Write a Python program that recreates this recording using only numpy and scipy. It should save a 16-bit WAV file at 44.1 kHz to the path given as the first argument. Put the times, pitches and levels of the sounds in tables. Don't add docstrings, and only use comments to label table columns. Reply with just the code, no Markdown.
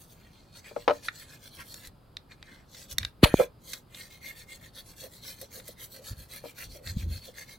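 import sys
import numpy as np
from scipy import signal
from scipy.fft import rfft, irfft, next_fast_len
from scipy.io import wavfile
from scipy.ndimage import uniform_filter1d, map_coordinates

SR = 44100
rng = np.random.default_rng(int(sys.argv[2]) if len(sys.argv) > 2 else 0)


def transcribe(signal):
    frames = np.atleast_2d(signal).T
    limited = np.clip(frames, -1, 1)
    pcm = np.round(limited * 32767).astype(np.int16)
    wavfile.write(sys.argv[1], SR, pcm)


N = 334278
T = np.arange(N) / SR


def amp(db):
    return 10 ** (np.asarray(db) / 20)


def unit(x):
    return x / np.sqrt(np.mean(x ** 2) + 1e-20)


def along(points, hz):
    f, v = np.transpose(points)
    return np.interp(np.log(hz + 1), np.log(f + 1), v)


def filtered(x, response):
    n = x.shape[-1]
    padded = next_fast_len(n + 8192)
    spectrum = rfft(x, padded) * response(np.fft.rfftfreq(padded, 1 / SR))
    return irfft(spectrum, padded)[..., :n]


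def resonances(modes, f):
    return sum(amp(db) * 1j * f * w / (c * c - f * f + 1j * f * w) for c, w, db in modes)


def wobble(rate):
    knots = rng.standard_normal(int(N * rate / SR) + 4)
    return map_coordinates(knots, [T * rate], order=2)


def stereo(pair, response):
    # freq_hz, correlation
    likeness = [(60, 1), (300, 0.79), (700, 0.345), (1400, 0.31), (3100, 0.89), (6800, 0.49), (15000, 0.13)]

    def mid_side(f):
        turn = np.arccos(np.clip(along(likeness, f), -1, 1)) / 2
        return response(f) * np.array([np.cos(turn), np.sin(turn)])

    mid, side = filtered(pair, mid_side)
    return unit(np.array([mid + side, mid - side]))


def noise(spectrum):
    return stereo(rng.standard_normal((2, N)), lambda f: amp(along(spectrum, f)))


def swells(rows, edge=2):
    t, power = T[::32], 0
    for s, rise, fall, db in rows:
        distance = np.abs((t - s) / np.where(t < s, rise, fall))
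        power = power + amp(db) ** 2 * np.exp(-distance ** edge)
    return np.interp(T, t, np.sqrt(power))


def add(track, s, sound):
    part = track[:, round(s * SR):][:, :sound.shape[-1]]
    part += sound[..., :part.shape[-1]]


def brush():
    # freq_hz, level_db (per Hz)
    rasp_bands = [(300, -7.5), (700, -18), (1250, -11), (1640, -5.5), (1900, -4), (2300, -7), (2600, -7.5),
                  (3200, -15), (5000, -73.5)]
    scrape_bands = [(1500, -45), (2700, -35), (3200, -2), (4300, -1.5), (4700, -2.5), (5100, -12.5),
                    (6500, -37)]
    hiss_bands = [(3500, -32.5), (5100, -10), (5600, 6.5), (6000, 2), (6550, 5.5), (7100, -0.5),
                  (7900, 3.5), (8700, -3), (11000, -15), (15800, -13.5)]
    # freq_hz, level_db (per Hz)
    fizz_bands = [(7000, -35.5), (9000, -4.5), (10200, 0.5), (12300, 1.5), (13500, 1.5), (15800, -1.5)]
    # time_s, level_db
    wetness = [(0, 12), (.4, -7.5), (.8, -4.5), (1.75, 4.5), (2.4, -13), (2.9, 0), (3.7, 1.5), (6.3, 4),
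               (7.5, 1)]
    # centre_hz, width_hz, level_db
    piston_modes = [(2136, 38, -2), (1870, 41, -9.5)]
    # time_s, share (0-1)
    on_piston = [(3.85, 0.3), (4.0, 0.9), (4.55, 0.89), (4.95, 0.18), (6.6, .1), (7.1, 0.48)]
    # centre_hz, width_hz, level_db
    bore_modes = [(1570, 120, -10.5), (2390, 80, -10), (3210, 170, -21.5), (4048, 150, -10.5),
                  (4280, 120, -8)]
    rasp_db, scrape_db, hiss_db = -5.5, -1.33, 1.9
    bite_dulls = 0.16
    rise_share = 0.54

    flicks = bristles(rate_hz=3000, spread_db=2.0, smooth=0.91)
    flicks = shifting(flicks, depth_db=6.5, broad_db=2.5)
    flicks = np.array([nearby(side, sway_s=.00008) for side in flicks])

    def voiced(spectrum):
        return stereo(flicks, lambda f: amp(along(spectrum, f)) * (1 + 3.0 * resonances(bore_modes, f)))

    share = np.interp(T, *np.transpose(on_piston))
    ring = stereo(flicks, lambda f: resonances(piston_modes, f))
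    rasp = np.sqrt(1 - share ** 2) * voiced(rasp_bands) + share * ring
    fizz = amp(np.interp(T, *np.transpose(wetness))) * voiced(fizz_bands)
    wet_hiss = 0.56 * voiced(hiss_bands) + 0.56 * fizz
    # sound, dB per dB of bite, catch depth dB
    layers = [(amp(rasp_db) * rasp, 1, 1.6),
              (amp(scrape_db) * voiced(scrape_bands), 0, 1.3),
              (amp(hiss_db) * wet_hiss, -bite_dulls, .9)]
    out = 0
    for sound, per_bite, catch_db in layers:
        rows = [(s, rise_share * length, (1 - rise_share) * length, db + per_bite * bite)
                for s, length, db, bite in strokes()]
        speed = swells(rows, edge=2.18)
        tufts = amp(catch_db * (wobble(70) + wobble(240)))
        out = out + speed * tufts * sound
    return out


def strokes():
    # mid_s, length_s, level_db, bite_db
    single_strokes = [(.02, 0.062, -63.5, -4), (.125, 0.04, -63.5, -9), (.3, 0.45, -68.5, 4.5),
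                      (.578, 0.052, -53, 2), (.683, 0.061, -54, 7.5), (.8, 0.088, -58.5, 4),
                      (.951, 0.077, -55, 3), (1.063, 0.046, -48, 2.5), (1.2, 0.088, -53, -0.5),
                      (1.325, 0.077, -55, 3.5), (1.456, 0.062, -54, 1), (1.555, 0.052, -55.5, 1),
                      (1.607, 0.038, -51.5, 14), (1.745, 0.15, -54, 1), (1.856, 0.047, -53.5, 0.5),
                      (2.327, 0.033, -61.5, 8), (2.52, .14, -63.5, 13.5), (2.796, 0.097, -49.5, -3.5),
                      (2.918, 0.034, -48, -2), (3.043, 0.076, -58.5, 11.5), (3.287, 0.06, -53, 17.5),
                      (3.398, 0.072, -42, 6.5), (3.725, 0.09, -48, -2.5)]
    # mid_s, length_s, level_db, bite_db
    pushes = [(4.012, 0.1, -52, 5), (4.282, 0.067, -48.5, 7.5), (4.534, 0.06, -51.5, 7),
              (4.786, 0.047, -50, 0), (5.027, 0.066, -49, -2.5), (5.292, 0.081, -48.5, -2),
              (5.568, 0.068, -49, -3), (5.834, 0.056, -48, 1), (6.088, 0.07, -49.5, -0.5),
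              (6.355, 0.068, -49, 2), (6.621, 0.066, -47.5, 1), (6.889, 0.059, -48, 2.5),
              (7.148, 0.066, -48.5, -0.5), (7.406, 0.062, -48, 2)]
    return_at, return_db, return_length_s = .47, -5, 0.064
    starts = np.transpose(pushes)[0]
    cycles = np.diff(starts, append=starts[-1] + np.diff(starts).min())
    returns = [(s + return_at * cycle, return_length_s, db + return_db, bite)
               for (s, _, db, bite), cycle in zip(pushes, cycles)]
    return single_strokes + pushes + returns


def bristles(rate_hz, spread_db, smooth):
    sizes = amp(spread_db * np.clip(rng.standard_normal(N), -2, 2))
    flicks = (rng.random(N) < rate_hz / SR) * sizes
    return (unit(flicks) + smooth) * rng.standard_normal((2, N))


def shifting(x, depth_db, broad_db):
    z = signal.stft(x, nperseg=1024)[2]

    def blurred(bins, frames):
        grain = rng.standard_normal(z.shape[1:])
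        return unit(uniform_filter1d(uniform_filter1d(grain, size=bins, axis=0), size=frames, axis=1))

    fine = np.minimum(blurred(bins=3, frames=9), 1)
    broad = blurred(bins=26, frames=6)
    gain = amp(depth_db * fine + broad_db * broad)
    return unit(signal.istft(z * gain, nperseg=1024)[1][:, :N])


def nearby(x, sway_s):
    # delay_s, level_db
    walls = [(.0011, -13), (.0029, -12.5), (.0047, -20.5)]
    out = x
    for delay_s, db in walls:
        out = out + amp(db) * np.interp(T - delay_s - sway_s * wobble(3), T, x)
    return out


def clicks():
    # start_s, level_db (peak is 1 dB higher), centre_hz, t60_s
    click_rows = [(1.0842, -16, 1950, 0.019), (1.742, -29, 7500, .013), (1.871, -35.5, 8860, .03),
                  (2.1687, -23.5, 3700, 0.0084), (2.318, -39, 2870, 0.026), (2.427, -32.5, 3300, 0.009),
                  (2.746, -38.5, 4030, .04), (2.911, -31, 9100, 0.031), (2.926, -31.5, 12070, 0.026),
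                  (2.983, -9, 5800, 0.0088), (3.03, -25, 2830, .016), (3.0489, -18, 3700, 0.014),
                  (3.733, -24, 5580, 0.034), (3.946, -36, 4020, 0.028), (5.413, -30, 11500, 0.039),
                  (5.598, -38, 2430, .025), (5.678, -31, 10950, 0.062), (6.873, -29, 3960, .009)]
    # centre_hz, width_hz, level_db
    casting_modes = [(1330, 420, -4), (1605, 360, 5.5), (1920, 130, 4.5), (2440, 100, -16.5),
                     (3690, 220, 6.5), (4130, 67, -10), (5300, 110, -16), (5430, 460, -18.5),
                     (6700, 160, -33), (11350, 200, 1.5)]
    out, t = np.zeros((2, N)), np.arange(SR // 8) / SR
    for s, db, hz, t60 in click_rows:
        decay = amp(-60 * t / t60) + .006 * amp(-60 * t / 0.11)
        contact = decay * (1 - np.exp(-t / 0.0011))
        burst = rng.standard_normal((2, len(t))) * contact

        def tip(f):
            return resonances([(hz, 0.77 * hz, 0)], f) / np.sqrt(1 + (f / (2.4 * hz)) ** 6)

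        click = stereo(burst, lambda f: tip(f) * (.5 + resonances(casting_modes, f)))
        add(out, s - .0003, amp(db + 1.0) * click / np.abs(click).max())
    return out


def knocks():
    # freq_hz, mean level_db, t60_s (before damping by the hand)
    hollow_modes = [(282, -13.5, 0.34), (477.7, 2, 0.17), (593, 6, 0.14), (848, 5.5, 0.017),
                    (1022, -7.5, 0.21), (1170, -21.5, 0.12), (1302, 0.5, 0.072), (1700, -11.5, 0.027),
                    (1974, -11.5, 0.092), (2437, -2, 0.031), (3010, -7.5, 0.08), (4030, -3, 0.057)]
    # freq_hz, level_db (per Hz)
    clack_bands = [(150, -26.5), (400, -1.5), (750, 1), (1400, -4), (2000, -9), (4400, -8), (5200, -7.5),
                   (12000, -34)]
    full_scale_hz, db_per_octave = 4800, 8
    clack_t60_s, pan_db = 0.043, 3
    out, t = np.zeros((2, N)), np.arange(SR // 4) / SR
    hz, level, t60 = np.transpose(hollow_modes)[:, :, None]
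    for s, db in chatter():
        strength = amp(level + 2.8 * rng.standard_normal(hz.shape))
        phase = rng.uniform(0, 2 * np.pi, hz.shape) + 0.5 * rng.standard_normal((2, len(hz), 1))
        modes = strength * amp(-60 * t / t60) * np.sin(2 * np.pi * hz * t + phase)
        ring = np.sum(modes, axis=1)
        crack = stereo(rng.standard_normal((2, len(t))), lambda f: amp(along(clack_bands, f)))
        clack = amp(-60 * t / clack_t60_s)
        blow = (ring * (clack + 0.15) + 1.75 * crack * clack) * (1 - np.exp(-t / .0012))
        bright_hz = np.clip(full_scale_hz * 2 ** (db / db_per_octave), 550, SR / 3)
        blow = signal.lfilter(*signal.butter(2, bright_hz, fs=SR), blow)
        gain = amp(db + np.array([[pan_db], [-pan_db]]) / 2)
        add(out, s, gain * blow / np.abs(blow).max())
    return out


def chatter(count=3):
    # start_s, peak_db (before panning)
    knock_rows = [(0.712, -38), (0.7625, -18.5), (0.8779, -8), (0.8818, -12), (.896, -10.5), (.907, -12.5),
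                  (3.255, -14.5), (3.399, -18.5), (3.412, -18), (6.439, -32), (6.455, -32.5)]
    bounce_s, bounce_loss_db = .0095, 10.5
    return [(s + bounce_s * k * rng.uniform(.9, 1.1), db - bounce_loss_db * k)
            for s, db in knock_rows for k in range(count)]


def judder(hz=535, waver=0.06):
    # mid_s, half_length_s, level_db
    judder_rows = [(3.405, 0.007, -16.5), (3.437, 0.01, -35), (5.051, 0.019, -47), (5.431, 0.01, -46),
                   (5.585, 0.021, -53), (5.695, .007, -45.5), (5.993, 0.039, -55.5), (6.758, 0.0091, -47.5),
                   (6.815, 0.024, -54), (7.287, 0.0094, -46.5)]
    faint_db = -14.5
    phase = 2 * np.pi * np.cumsum(hz * (1 + waver * wobble(150))) / SR
    groan = unit((np.sin(phase) + 0.056 * np.sin(2 * phase)) * (1 + 0.23 * wobble(140)))
    grit = noise([(100, -29), (220, -11.5), (350, -6.5), (520, 5.5), (680, -2.5), (900, -29), (2000, -46.0)])
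    short = [(s, half, half, db) for s, half, db in judder_rows]
    faint = [(s, length / 2, length / 2, db + faint_db) for s, length, db, bite in strokes()]
    return swells(short + faint) * (0.79 * groan + 0.9 * grit) * amp([[-.8], [.8]])


def drops():
    # start_s, level_db, pitch_fall_hz (down to 35 Hz), glide_s, swell_s
    pop_rows = [(3.2304, -5.5, 603, 0.0047, 0.0053), (3.341, -3.5, 590, 0.0019, 0.00099)]
    # freq_hz, level_db (per Hz)
    spray_bands = [(290, -51.5), (500, -10), (1120, 1), (1350, -1), (1630, 0), (3950, -2), (4500, 0.5),
                   (4970, -19.5), (11200, -14), (15800, -20)]
    # freq_hz, level_db (per Hz)
    mist_bands = [(5000, -30), (8500, -9), (10300, 14), (12000, -7), (15800, -15)]
    splash_s, splash_rise_s, splash_fall_s, splash_db = 3.243, 0.0059, 0.0054, -13
    settle_s, runoff_db, mist_db = .02, -33.5, -42
    out, t = np.zeros((2, N)), np.arange(SR // 8) / SR
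    for s, db, hz, glide, swell in pop_rows:
        phase = 2 * np.pi * np.cumsum(35 + hz * np.exp(-t / glide)) / SR
        push = t / swell * np.exp(1 - t / swell) + 0.067 * np.exp(-t / 0.017)
        tick = 0.051 * amp(-60 * t / 0.011) * rng.standard_normal((2, len(t)))
        add(out, s, amp(db) * (tick - push * np.sin(phase)))
    settled_s = splash_s + settle_s
    burst = (splash_s, splash_rise_s, splash_fall_s, splash_db)
    runoff = (settled_s, .011, .018, runoff_db)
    spray = swells([burst, runoff]) * noise(spray_bands)
    mist = swells([(settled_s, 0.017, 0.027, mist_db)]) * noise(mist_bands)
    return out + spray + mist


def handling():
    # mid_s, half_length_s, level_db
    bump_rows = [(1.883, .009, -49), (2.94, 0.018, -48.5), (3.025, .035, -41), (6.123, .01, -37),
                 (6.195, 0.024, -46), (6.703, 0.037, -47.5), (6.906, 0.029, -37.5), (6.97, 0.0038, -26),
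                 (7.07, 0.066, -34.5)]
    # freq_hz, level_db (per Hz)
    rumble_bands = [(15, -15), (25, -8.5), (59, 0.5), (97, -5), (216, -15), (389, -31), (458, -38),
                    (500, -23.5), (650, -56), (1100, -120)]
    full_scale_hz, db_per_octave = 190, 30.5
    swings = 0
    for s, half, db in bump_rows:
        hz = full_scale_hz * 2 ** (db / db_per_octave + .35 * wobble(60))
        swings = swings + swells([(s, half, half, db)]) * np.sin(2 * np.pi * np.cumsum(hz) / SR)
    rustle = swells([(s, half, half, db) for s, half, db in bump_rows]) * noise(rumble_bands)
    return 1.4 * swings + 0.8 * rustle


def workshop(x):
    # freq_hz, t60_s
    room_decay = [(200, 0.15), (2000, 0.18), (10000, 0.1)]
    hz, t, z = signal.stft(rng.standard_normal((2, SR // 3)), SR, nperseg=256)
    decay = amp(-60 * t / along(room_decay, hz)[:, None])
    tail = signal.istft(z * decay, SR, nperseg=256)[1]
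    delayed = np.pad(x, ((0, 0), (300, 0)))
    return signal.fftconvolve(delayed, tail / np.linalg.norm(tail[0]), axes=1)[:, :N]


def still_air():
    # freq_hz, level_db (per Hz)
    air_bands = [(15, -40), (25, -3.5), (126, -1.5), (333, -13), (572, -15.5), (955, -19), (1040, -19.5),
                 (1120, -20.5), (1320, -20.5), (1930, -32.5), (3780, -31.5), (5090, -31), (5520, -45),
                 (11400, -37.5), (15800, -40)]
    return amp(-56.5) * noise(air_bands)


def scene():
    work = brush() + clicks() + knocks() + judder()
    return work + amp(-18.5) * workshop(work) + drops() + handling() + still_air()


def record(dry):
    top_hz = 15900
    return filtered(np.clip(dry, -1, 1), lambda f: f < top_hz)


dry = scene()
out = record(dry)
transcribe(out)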